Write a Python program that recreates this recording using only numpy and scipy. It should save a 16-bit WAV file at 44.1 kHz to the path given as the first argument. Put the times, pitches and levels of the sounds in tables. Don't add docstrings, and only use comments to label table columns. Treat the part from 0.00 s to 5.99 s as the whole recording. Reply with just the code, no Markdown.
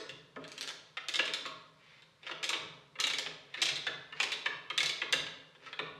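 import sys
import numpy as np
from scipy import signal
from scipy.fft import rfft, irfft
from scipy.io import wavfile

SR = 44100
rng = np.random.default_rng(int(sys.argv[2]) if len(sys.argv) > 2 else 0)


def store_pcm(level_fs):
    pcm = np.round(np.clip(level_fs, -1, 1) * 32767).astype(np.int16)
    wavfile.write(sys.argv[1], SR, np.atleast_2d(pcm).T)


N = 264159
LEAD = SR // 4
EARLIER_S = -0.1


def blows():
    # pitch in Hz, level in dB, t60 in seconds.
    modes = [(207.6, -13, 0.047), (274, -11, 0.13), (327, -8, 0.056), (428.5, -1.5, 0.078),
             (529, -3, 0.049), (640.7, -4.5, 0.052), (944, 3, 0.02), (1104, -8, 0.081), (1155, -14, 0.15),
             (1279, 0.5, 0.049), (1435, -3.5, 0.072), (1497, 8, 0.0051), (1662, 6, 0.023), (1780, 0, 0.044),
             (1999, 1, 0.021), (2182, 1, 0.036), (2503, 7.5, 0.005), (2810, 1.5, 0.017),
             (3125, 13.5, 0.003), (3334, 8, 0.0072), (3436, -2.5, 0.029), (3797, 7.5, 0.0058),
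             (4345, -3, 0.0048), (4610, 11.5, 0.00094), (5650, -7, 0.006), (5680, -0.5, 0.0019),
             (8660, -3, 0.00086), (9040, -18.5, 0.0012), (11500, -25, 0.00083), (13400, -32, 0.0018)]
    part_levels = (1.5, -7.5, -7.5, 3.5)
    first_touch = (-11, -9, -3.5, -2)
    stretches = (4.57, 1.6, 1.01, 0.68)
    pipe_top_hz, handle_top_hz, pawl_bottom_hz = 800, 1900, 4500
    handle_hz, head_hz = 1313, 2740
    pawl_share = 0.11
    favour_octaves = 0.09
    scatter_db = 2.0
    detune = 0.018

    s, head_db, handle_db, pipe_db, pawl_db, length_ms, favoured_hz, second_hz, favour_db = (
        np.transpose(all_blows()))
    favourites = np.array([favoured_hz, second_hz])
    contacts = [chatter(length_ms * stretch) for stretch in stretches]
    scatter = rng.standard_normal((len(s), len(modes)))
    signs = (-1) ** np.arange(len(modes))
    shifts = rng.integers(0, 3, len(s))
    at = LEAD + np.round(s * SR).astype(int)
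    parts = np.zeros((len(part_levels), LEAD + N))

    for (hz, mode_db, t60), chance, sign in zip(modes, scatter.T, signs):
        part = (hz > pipe_top_hz) + (hz > handle_top_hz) + (hz > pawl_bottom_hz)
        handle_share = np.clip(np.log(head_hz / hz) / np.log(head_hz / handle_hz), 0, 1)
        body_db = handle_db * handle_share
        body_db += pawl_db * pawl_share * max(np.log2(hz / head_hz), 0)
        struck_db = (pipe_db, body_db, body_db, pawl_db)[part]
        distance = np.log2(hz / favourites) / favour_octaves
        lift_db = favour_db * np.exp(-np.square(distance)).max(axis=0)
        level_db = head_db + part_levels[part] + mode_db + struck_db + scatter_db * chance + lift_db
        size = sign * from_db(level_db)

        force = np.zeros((3, LEAD + N))
        force[shifts, at] = size * from_db(first_touch[part])
        for shift, start, gain, burst in zip(shifts, at, size, contacts[part]):
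            force[shift, start:start + len(burst)] += gain * burst
        parts[part] += sum(ring(force[k], hz * (1 + detune * (k - 1)), t60) for k in range(3))

    pipework = band(parts[0], 170, 880)
    body = band(parts[1] + parts[2], 533, 5300)
    pawl = band(parts[3], 3200, 12600)
    return pipework + body + pawl


def all_blows():
    # start in seconds, head strength in dB,
    # pawl level in dB relative to the head, favoured mode in Hz, chatter in ms before stretching.
    snap_rows = [(0.0924, -31.5, -15.5, 2680, 1.36), (0.4407, -41.5, -16, 4260, 0.79),
                 (0.479, -50.5, -0.5, 6370, 1.1), (0.518, -43, -3, 7740, 0.77),
                 (0.579, -36.5, -5, 3330, 1.3), (0.6101, -32, -2, 8000, .7), (0.6278, -34.5, -5, 6000, 0.4),
                 (0.6756, -32.5, -9, 4340, 1), (0.6899, -36, -1.5, 6100, 0.5),
                 (1.0849, -26.5, -6.5, 2170, 2), (1.139, -27.5, -8, 2200, 2.3),
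                 (1.1428, -28, -20, 2190, 0.91), (1.1567, -25.5, -8, 3550, 1.5),
                 (1.255, -39, -2.5, 3775, 3), (1.2774, -27.5, -15, 2350, 3),
                 (1.3365, -25.5, -8.5, 3700, 1.2), (1.461, -33, -10, 3800, 1.17),
                 (2.0213, -49.5, -14, 3775, 1.9), (2.4296, -25, -14.5, 2460, 3.8),
                 (2.4411, -25, -6, 3600, 1.43), (2.4915, -22.5, -8.5, 3775, 2.1),
                 (2.531, -21, -22, 2600, 4.8), (3.001, -22, -8.5, 4300, 2.1),
                 (3.0393, -19.5, -12, 3800, 0.97), (3.07, -24, -12, 2350, 1),
                 (3.1002, -24.5, -11, 2370, 1.2), (3.135, -25.5, -11, 3300, 0.72),
                 (3.185, -23.5, -9.5, 6300, 1.76), (3.6177, -21.5, -6.5, 3775, 3.3),
                 (3.625, -20, -8.5, 3240, 1.34), (3.6555, -23.5, -7.5, 3640, 2.6),
                 (3.687, -24.5, -9.5, 3550, 4), (3.757, -29, -8.5, 3700, 5.5),
                 (4.2012, -19, -9.5, 2470, 2.16), (4.2306, -21, -10.5, 2400, 1.7),
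                 (4.319, -23.5, -12.5, 3800, 4), (4.7777, -18, -11, 3930, 2.1),
                 (4.804, -21, -11.5, 2180, 2.7), (4.8307, -25.5, -8, 2400, 2.6),
                 (4.8596, -27, -7, 3700, 2.1), (4.894, -23.5, -12.5, 2100, 1.04),
                 (5.1256, -19, -7.5, 13200, 1)]
    # start in seconds, head strength in dB,
    # handle and pipework in dB relative to the head, two favoured modes in Hz,
    # chatter in ms before stretching.
    knock_rows = [(0.3602, -44.5, 9.5, 1, 284, 607, 2.37), (0.45, -49, -1, -22, 1670, 1400, 1.3),
                  (0.638, -36, -13, -24, 1370, 1670, 2.3), (0.7, -47.5, 3, -11, 1660, 2000, 2.6),
                  (0.9704, -29.5, -11.5, -30, 1310, 2000, 4.1), (1.1903, -29, -10, -21, 2460, 3180, 1.2),
                  (1.1927, -17, -11.5, -23, 1703, 2800, 1.2), (1.4530, -33.5, -1.5, -13, 1120, 630, 0.98),
                  (2.231, -45, -21, -13.5, 2530, 2000, 2.8), (2.267, -36.5, -11, -24, 2630, 3250, 4.4),
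                  (2.293, -38.5, 2, -7, 1270, 996, 2.25), (2.3131, -33.5, -7, -17, 2800, 3220, 2.1),
                  (2.499, -44.5, 10.5, -5, 1120, 1210, 1.4), (2.542, -59.5, -6, 14.5, 308, 323, 2.3),
                  (2.9544, -45, -1.5, -13, 2720, 2180, 3.2), (2.988, -36, -1, -12.5, 3430, 1272, 4.6),
                  (3.2629, -36.5, -5, -11, 3140, 2500, 1.66), (3.5407, -34, -10.5, -27, 1800, 2710, 3),
                  (3.574, -37.5, -11, -10, 1800, 2230, 4.2), (3.8676, -23, -14.5, -21.5, 1910, 1660, 3.07),
                  (4.124, -40, -1, -17.5, 1750, 2740, 3), (4.4542, -38.5, -8, -22, 1760, 2580, 2.3),
                  (4.4592, -21.5, -9, -23, 1770, 1114, 1.9), (4.7008, -27.5, -11, -23.5, 1250, 3246, 3.3),
                  (5.017, -24.5, -7.5, -19.5, 2053, 1150, 2.7), (5.1298, -17, -12, -21, 2923, 1710, 1.07),
                  (5.2659, -30.5, -29, -39, 2750, 2800, 2.2), (5.55, -53, -2.5, -9, 1910, 3220, 2.3),
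                  (5.6216, -56.5, 2, -5, 2010, 2160, 3.9), (5.662, -44.5, -1, -15, 1280, 1280, 5.1),
                  (5.7286, -33.5, -10.5, -26, 1690, 1425, 1.9), (5.791, -29, -2.5, -11, 2450, 1170, 2.23)]
    # start in seconds,
    # head strength in dB, handle, pipework and pawl in dB relative to the head,
    # chatter in ms before stretching, two favoured modes in Hz, their lift in dB.
    earlier = (EARLIER_S, -25, -6, -13, -3.5, 2.3, 13000, 1707, 4.1)
    snap_handle_db, snap_pipe_db, body_slope, mean_db = -21, -29.5, -0.23, -19
    snap_favour_db, knock_favour_db, knock_pawl_db = 5, 7, -23
    rebound_ms, rebound_db = (6, 20), -14

    snaps = []
    for s, db, pawl_db, hz, ms in snap_rows:
        lean_db = body_slope * (db - mean_db)
        snaps.append((s, db, snap_handle_db + lean_db, snap_pipe_db + lean_db,
                      pawl_db, ms, hz, hz, snap_favour_db))
    knocks = [(s, db, handle_db, pipe_db, knock_pawl_db, ms, hz, second_hz, knock_favour_db)
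              for s, db, handle_db, pipe_db, hz, second_hz, ms in knock_rows]
    delays = rng.uniform(*rebound_ms, (len(snaps), 2)) / 1000
    rebounds = [(s + lag, db + rebound_db, *rest)
                for (s, db, *rest), lags in zip(snaps, delays) for lag in lags]
    return [earlier] + snaps + knocks + rebounds


def chatter(length_ms):
    t = np.arange(SR // 12) / SR / (np.clip(length_ms, 0.3, 15)[:, None] / 1000)
    envelope = np.sqrt(t) * np.exp(-t)
    burst = rng.standard_normal(t.shape)
    for _ in range(4):
        spread = burst[:, :100].std(axis=1, keepdims=True)
        shaped = np.tanh(burst / spread / 2) * envelope
        flat = irfft(np.exp(1j * np.angle(rfft(shaped))), t.shape[1])
        burst = flat / (envelope + 0.02)
    burst = burst * envelope
    return burst / np.sqrt(np.sum(burst ** 2, axis=1, keepdims=True))


def rubbing():
    # start in seconds, length in seconds, level in dB.
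    strokes = [(0.427, 0.16, -62), (1.809, 0.19, -64.5), (2.271, 0.034, -53), (3.581, 0.13, -46),
               (4.201, 0.016, -44.5), (5.665, 0.021, -52.5)]
    # frequency in Hz, spectrum in dB per Hz.
    tone = [(180, -33), (300, -13), (1220, -7.5), (1380, -1.5), (1740, 2), (2340, 5), (3830, -4),
            (5060, -10), (12000, -44), (15600, -79), (22000, -120)]
    grains_per_s, attack_db_per_s, release_db_per_s = 4300, 310, 412
    t = (np.arange(LEAD + N) - LEAD) / SR
    slips = rng.random(len(t)) < grains_per_s / SR
    unevenness = from_db(2.96 * rng.exponential(1, len(t)))
    grains = slips * rng.standard_normal(len(t)) * unevenness
    level = sum(swell(t, *stroke, attack_db_per_s, release_db_per_s) for stroke in strokes)
    return level * colour(grains, tone)


def room(x):
    turn_s = 0.31
    turn = np.arange(len(x)) / SR / turn_s
    wet = 0
    for k in range(4):
        away = np.abs((turn - k + 2) % 4 - 2)
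        share = np.cos(np.pi / 2 * np.minimum(away, 1))
        wet = wet + signal.fftconvolve(x * share, echo())
    return x[LEAD:] + wet[LEAD:LEAD + N]


def echo():
    # frequency in Hz, t60 in seconds, level in dB relative to direct energy.
    echo_bands = [(92, 0.81, -2.5), (278, 0.86, 2), (790, 0.88, 2.5), (2090, 0.64, -4.5), (3970, 0.64, 0),
                  (6600, 0.49, -2.5), (12400, 0.26, -5)]
    wall_last_s, wall_db, wall_delay_s = 0.015, -2, 0.002
    t = np.arange(SR) / SR
    wall = rng.standard_normal(SR) * np.exp(-(t / wall_last_s) ** 4) * (t > wall_delay_s)
    response = from_db(wall_db) * wall / np.sqrt(np.sum(wall ** 2))
    white = rng.standard_normal((2, SR))
    edges = 50 * 2 ** np.arange(0, 8.6, 0.5)
    for k, (low, high) in enumerate(zip(edges, edges[1:])):
        hz = np.sqrt(low * high)
        build_up = 1 - np.exp(-t / wall_last_s)
        shape = from_db(-60 * t / at_hz(echo_bands, hz)) * build_up
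        band_pass = signal.butter(2, [low, high], "band", fs=SR, output="sos")
        noise = signal.sosfilt(band_pass, white[k % 2])
        gain = from_db(at_hz(echo_bands, hz, axis=2))
        response += gain * noise * shape / np.sqrt(np.sum(shape ** 2))
    return response


def hum():
    # pitch in Hz, width in Hz, level in dB relative to each other.
    low_modes = [(135.8, 6.9, -1.5), (156.7, 6.6, 4)]
    # time of the peak in seconds, level in dB.
    jolts = [(0.12, -63), (0.4, -61), (0.75, -72), (1.251, -67.5), (1.53, -62), (2.37, -68), (2.65, -56.5),
             (3.05, -65), (3.29, -60), (3.74, -56.5), (3.93, -60.5), (4.22, -66), (4.518, -64),
             (4.85, -56.5), (5.188, -53.5), (5.84, -60), (5.918, -64)]
    rise_db_per_s, fall_db_per_s, rest_db = 209, 87.5, -76.5
    rings = 0
    for hz, width, db in low_modes:
        t60 = np.log(1000) / np.pi / width
        rings = rings + from_db(db) * rms_one(ring(rng.standard_normal(N), hz, t60))
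    t = np.arange(N) / SR
    level = sum(swell(t, s, 0, db, rise_db_per_s, fall_db_per_s) for s, db in jolts)
    return (from_db(rest_db) + level) * rms_one(band(rings, 31, 440))


def hush():
    # frequency in Hz, spectrum in dB per Hz.
    tone = [(12, -61), (20, -21), (147, 10), (357, -1.5), (525, 9), (774, -6), (940, 6), (2690, -7),
            (3760, -3), (11400, -22), (15000, -38)]
    level_db = -69
    return from_db(level_db) * colour(rng.standard_normal(N), tone)


def ring(clicks, hz, t60):
    r, w = from_db(-60 / (t60 * SR)), 2 * np.pi * hz / SR
    return signal.lfilter([0, np.sin(w)], [1, -2 * r * np.cos(w), r * r], clicks + 1e-18)


def swell(t, start, length, db, rise_db_per_s, fall_db_per_s):
    rise_db = rise_db_per_s * np.maximum(start - t, 0)
    fall_db = fall_db_per_s * np.maximum(t - start - length, 0)
    return from_db(db - rise_db - fall_db)


def colour(x, spectrum):
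    hz = np.maximum(np.fft.rfftfreq(len(x), 1 / SR), 1)
    return rms_one(irfft(rfft(x) * from_db(at_hz(spectrum, hz)), len(x)))


def band(x, low_hz, high_hz):
    return signal.sosfilt(signal.butter(3, [low_hz, high_hz], "band", fs=SR, output="sos"), x)


def at_hz(points, hz, axis=1):
    points = np.array(points)
    return np.interp(np.log(hz), np.log(points[:, 0]), points[:, axis])


def rms_one(x):
    return x / np.sqrt(np.mean(x ** 2) + 1e-20)


def from_db(db):
    return 10 ** (np.asarray(db) / 20)


def scene():
    in_room = room(blows() + rubbing())
    return (in_room + hum() + hush())[None]


def record(dry):
    cutoff_hz = 15569
    return signal.sosfilt(signal.cheby2(12, 70, cutoff_hz, fs=SR, output="sos"), dry)


dry = scene()
out = record(dry)
store_pcm(out)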